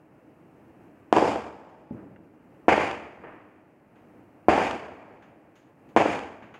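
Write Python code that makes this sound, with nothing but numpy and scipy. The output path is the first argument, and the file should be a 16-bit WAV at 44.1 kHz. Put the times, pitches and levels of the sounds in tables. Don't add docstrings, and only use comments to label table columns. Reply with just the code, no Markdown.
import sys
import numpy as np
from scipy import signal
from scipy.fft import rfft, irfft
from scipy.io import wavfile

SR = 44100
rng = np.random.default_rng(int(sys.argv[2]) if len(sys.argv) > 2 else 0)


def materialize(psi):
    bounded = np.clip(np.atleast_2d(psi).T, -1, 1)
    quanta = np.round(bounded * 32767).astype(np.int16)
    wavfile.write(sys.argv[1], SR, quanta)


N = 290619
TIME = np.arange(N) / SR
FREQ = np.maximum(np.fft.rfftfreq(9 * 2 ** 15, 1 / SR), 1)

# (frequency [Hz], relative density [dB per Hz])
HUSH_COLOUR = [(15, -55), (25, -39), (32, -34), (52, -18.5), (110, -6.5), (267, -4.5), (322, -1),
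               (359, -8.5), (433, -9.5), (552, -10.5), (848, -14.5), (997, -18), (2770, -29.5), (3440, -46),
               (15500, -48.5)]
# (frequency [Hz], half width [Hz], boost [dB])
ROOM_MODES = [(74.5, 6.3, 0), (311, 22.3, 4), (392, 15, 0), (480, 20, 1.5), (625, 20, 2), (693, 9, 3.5),
              (780, 14, 3), (877, 16, 2.5), (1212, 4.9, 1.5), (1794, 66, 2.5)]
# (time [s], blast level [dB], blast treble [dB], roll level [dB], roll bite near 2 kHz [dB],
#            extra fading of the roll [dB per s], indoor reflections [dB], wall echoes [dB],
#            spacing of the door gap's peaks [Hz], strongest high ring [Hz])
SHOTS = [(1.1272, 3, 5, 1, -3, 0.5, -6, 2.5, 2430, 5030), (2.6828, 4, -7, -1, 6, 3, 5.5, 0, 2270, 4700),
         (4.4846, 6, -15, 0, 2.5, -3, 3.5, 0, 2300, 4650),
         (5.964, 3, 0.5, -1, 2.5, 6.5, 6.5, 2, 2290, 6600)]
# (frequency [Hz], relative level [dB])
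BLAST_COLOUR = [(30, -33), (100, -23.5), (190, -4.5), (310, 0.5), (750, 0.5), (1000, -3), (1400, -17),
                (2200, -33), (3000, -28), (4200, -45), (7000, -45), (10000, -60.5), (16000, -83)]
# (delay [s], level [dB], treble [dB])
DIRECT_PATHS = [(0, -1.5, 3.5), (.0028, -11, -1.5)]
# (delay [s], level [dB], treble [dB])
INDOOR_PATHS = [(.0086, -17, 14), (.0125, -12.5, 8)]
# (delay [s], level [dB], treble [dB])
WALL_PATHS = [(.0385, -7.5, 6), (.0435, -11.5, -5), (.0575, -9.5, 4)]
# (frequency [Hz], relative level [dB])
SCATTER_COLOUR = [(30, -40), (50, -37), (72, -5.5), (150, -11), (220, -2.5), (305, -2), (440, -1),
                  (750, 0.5), (1000, -3), (1450, -12.5), (2400, -14.5), (3950, -30), (4700, -32),
                  (6800, -36), (10000, -46.5), (12500, -61), (16000, -75.5)]
# (time [s], level [dB], treble [dB])
SLAPS = [(1.2254, -1.5, -15), (1.3584, -15, 5), (2.7787, -6.5, -1), (2.9129, -20.5, 18.5),
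         (4.5783, -3.5, -8), (4.7113, -23, 23.5), (6.0591, -4.5, -9), (6.1920, -29.5, 23)]
# (delay [s], level [dB], treble [dB])
HOUSE_FRONT_PATHS = [(0, -1.5, 6.5), (.0021, -4, -1.5)]
# (time [s], level [dB], 60 dB decay [s], treble [dB])
SCUFFS_AND_TAIL = [(1.6902, -63, .15, 17), (1.967, -56.5, 0.7, -47), (2.161, -48, 0.036, -9),
                   (3.957, -61.5, 0.36, 9.5), (5.222, -56, 0.33, 12), (5.5548, -60, 0.46, 23),
                   (5.888, -60, 0.17, 20), (6.423, -50.5, 0.45, 4), (6.54, -46, 0.29, 7)]
# (frequency [Hz], relative level [dB])
INDOOR_NOISE_COLOUR = [(100, -14), (300, 7.5), (900, 10.5), (1600, 10), (2800, 2), (4000, -17), (5500, -27),
                       (6800, -19), (7700, -36), (15000, -41)]
# (time [s], level [dB])
BUMPS = [(1.908, -24.5), (2.188, -41), (3.199, -41.5), (6.422, -39)]
# (frequency [Hz], relative level [dB], 60 dB decay [s])
DOOR_MODES = [(122, -17.5, 0.31), (175, -9, 0.14), (217.7, -6.5, 0.21), (242, 1, 0.072), (297, -10, 0.058),
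              (568, -15.5, 0.11), (850, -19, 0.092)]
# (time [s], level [dB], 60 dB decay [s], treble [dB])
LATE_ECHOES = [(3.235, -39, 0.25, 0), (3.268, -45.5, 1.0, 2), (5.09, -50, 0.68, -12)]
# (frequency [Hz], relative level [dB])
LATE_ECHO_COLOUR = [(100, -14), (300, 2), (550, -1.5), (900, -1), (1600, -5), (2800, -16), (3800, -43),
                    (8000, -68)]

RING_DB, RING_T60_S = (-13, -13.5, -20), 0.095
WALLS_DB, WALLS_DELAY_S, WALLS_SPREAD_S = (-23.5, -19, -22), 0.046, 0.017
HOUSES_DB, HOUSES_HOLD_S, HOUSES_T60_S = (-25, -24, -21.5), (.13, 0.13, .16), (0.86, .7, 0.56)
FAR_DB, FAR_T60_S = (-37, -33, -39.5), (2.6, 1.824, 1.9)


def undb(db):
    return 10 ** (np.asarray(db) / 20)


def spectrum(points):
    hz, db = np.transpose(points)
    return np.interp(np.log(FREQ), np.log(hz), db)


def above(hz):
    return 1 / (1 + (hz / FREQ) ** 4)


def response(db, stride=16):
    cepstrum = irfft(np.log(undb(db[::stride])))
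    half = len(cepstrum) // 2
    cepstrum[1:half] *= 2
    cepstrum[half + 1:] = 0
    return irfft(np.exp(rfft(cepstrum)))


def colour(x, gain):
    return irfft(rfft(x, 2 * (len(FREQ) - 1)) * gain)[:N]


def noise(db):
    x = colour(rng.standard_normal(N), undb(db))
    return x / x.std()


def add(out, s, x):
    start = max(int(s * SR), 0)
    out[start:start + len(x)] += x[:N - start]


def release(t60, hold_s=0):
    return np.exp(-np.log(1000) * np.clip((TIME - hold_s) / t60, 0, 10))


def fade(t60, rise_s=.002):
    rise = (1 - np.exp(-np.minimum(TIME / rise_s, 20))) ** 2
    return rise * release(t60)


def room():
    return sum(db / (1 + ((FREQ - hz) / width) ** 2) for hz, width, db in ROOM_MODES)


def hush(level_db=-53, waver_db=0.65, sink_db=4, sink_hold_s=1.183, sink_return_s=0.23,
         opening_db=3.5, opening_s=0.72):
    knots = np.arange(0, TIME[-1], .05)
    waver = waver_db * np.interp(TIME, knots, rng.standard_normal(len(knots)))
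    sunk = np.zeros(N)
    for s, *_ in SHOTS:
        recovering = np.clip(1 - (TIME - s - sink_hold_s) / sink_return_s, 0, 1)
        sunk = np.maximum(sunk, (TIME > s) * recovering)
    opening = np.maximum(1 - TIME / opening_s, 0)
    loudness_db = level_db - sink_db * sunk - opening_db * opening + waver
    return noise(spectrum(HUSH_COLOUR) + .5 * room()) * undb(loudness_db)


def blast(paths, treble_db, lift_db=25.5, edge_hz=1400, room_share=0.79):
    out = np.zeros(N)
    pulse_db = spectrum(BLAST_COLOUR) + lift_db + room_share * room()
    for delay, db, path_treble_db in paths:
        tilt_db = (treble_db + path_treble_db) * above(edge_hz)
        add(out, delay, response(pulse_db + db + tilt_db))
    return out


def reflections(patchy_db=2.0, clump_s=.004):
    knots = np.arange(0, TIME[-1], clump_s)
    patches = np.interp(TIME, knots, rng.standard_normal(len(knots)))
    return rng.standard_normal(N) * undb(patchy_db * patches)


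def ripple(depth_db=2.0, spacing_hz=45):
    knots = np.arange(0, SR / 2, spacing_hz)
    heights = rng.standard_normal(len(knots))
    return depth_db * np.interp(FREQ, knots, heights) * above(1000)


def door_gap(spacing_hz, ring_hz, depth_db=1.5, from_hz=3300, ring_db=2.5, ring_width_hz=230,
             hollow_hz=4050, hollow_db=-5, hollow_width_hz=170):
    comb = depth_db * np.cos(2 * np.pi * FREQ / spacing_hz) * above(from_hz)
    peak = ring_db / (1 + ((FREQ - ring_hz) / ring_width_hz) ** 2)
    hollow = hollow_db / (1 + ((FREQ - hollow_hz) / hollow_width_hz) ** 2)
    return comb + peak + hollow


def dying_away(band):
    ring = undb(RING_DB[band]) * release(RING_T60_S)
    from_cluster = (TIME - WALLS_DELAY_S) / WALLS_SPREAD_S
    walls = undb(WALLS_DB[band]) * np.exp(-np.minimum(from_cluster ** 2, 20))
    houses = undb(HOUSES_DB[band]) * release(HOUSES_T60_S[band], HOUSES_HOLD_S[band])
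    far = undb(FAR_DB[band]) * release(FAR_T60_S[band])
    return np.sqrt(ring ** 2 + walls ** 2 + houses ** 2 + far ** 2)


def roll(field, colour_db, bite_db, fading_db, bite_hz=2100, bite_octaves=0.68, bass_hz=220, treble_hz=2600):
    gain = undb(spectrum(SCATTER_COLOUR) + colour_db)
    gain = gain / np.sqrt(np.mean(gain ** 2))
    gain = gain * undb(bite_db * np.exp(-(np.log2(FREQ / bite_hz) / bite_octaves) ** 2))
    bands = [1 - above(bass_hz), above(bass_hz) - above(treble_hz), above(treble_hz)]
    out = sum(colour(field, gain * share) * dying_away(band) for band, share in enumerate(bands))
    return out * undb(-fading_db * np.minimum(TIME, .5))


def gunshots(alike=0.42, build_s=0.0098, indoors_s=0.022):
    out, houses = np.zeros(N), reflections()
    room_db = room() + ripple()
    for (s, blast_db, treble_db, roll_db, bite_db, fading_db,
         indoors_db, echoes_db, gap_hz, ring_hz) in SHOTS:
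        for paths, db in [(DIRECT_PATHS, blast_db), (INDOOR_PATHS, indoors_db), (WALL_PATHS, echoes_db)]:
            add(out, s, undb(db) * blast(paths, treble_db))
        field = np.sqrt(alike) * houses + np.sqrt(1 - alike) * reflections()
        rolling = roll(field, room_db + door_gap(gap_hz, ring_hz), bite_db, fading_db)
        build = np.minimum(TIME / build_s, 1)
        early = undb(indoors_db * np.exp(-(TIME / indoors_s) ** 2))
        add(out, s, undb(roll_db) * build * early * rolling)
    return out


def slaps(air_db=-6, air_hz=4500):
    out = np.zeros(N)
    for s, db, treble_db in SLAPS:
        add(out, s, undb(db) * blast(HOUSE_FRONT_PATHS, treble_db))
    return colour(out, undb(air_db * above(air_hz)))


def scuffs_and_thump_tail(edge_hz=3500):
    out = np.zeros(N)
    for s, db, t60, treble_db in SCUFFS_AND_TAIL:
        burst = noise(spectrum(INDOOR_NOISE_COLOUR) + treble_db * above(edge_hz))
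        add(out, s, undb(db) * burst * fade(t60, rise_s=0.00022))
    return out


def door(room_db=-15.0, room_t60=1.16, dull_hz=650, dull_db=-14, contact_s=0.0017):
    out = np.zeros(N)
    ring = np.zeros(N)
    for hz, db, t60 in DOOR_MODES:
        ring += undb(db) * fade(t60, contact_s) * np.sin(2 * np.pi * hz * TIME)
    for s, db in BUMPS:
        answer = noise(spectrum(HUSH_COLOUR) + dull_db * above(dull_hz)) * fade(room_t60, rise_s=0.0077)
        add(out, s, undb(db) * (ring + undb(room_db) * answer))
    return out


def late_echoes(rise_s=.0025, edge_hz=700):
    out = np.zeros(N)
    for s, db, t60, treble_db in LATE_ECHOES:
        smear = noise(spectrum(LATE_ECHO_COLOUR) + room() + treble_db * above(edge_hz))
        add(out, s, undb(db) * smear * fade(t60, rise_s))
    return out


def scene():
    outside = gunshots() + slaps() + late_echoes()
    inside = scuffs_and_thump_tail() + door()
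    return (hush() + outside + inside)[None]


def record(dry, top_hz=15750):
    rounded = dry / (1 + dry ** 6) ** (1 / 6)
    top_cut = signal.ellip(8, .2, 70, top_hz, fs=SR, output="sos")
    return signal.sosfilt(top_cut, rounded)


dry = scene()
out = record(dry)
materialize(out)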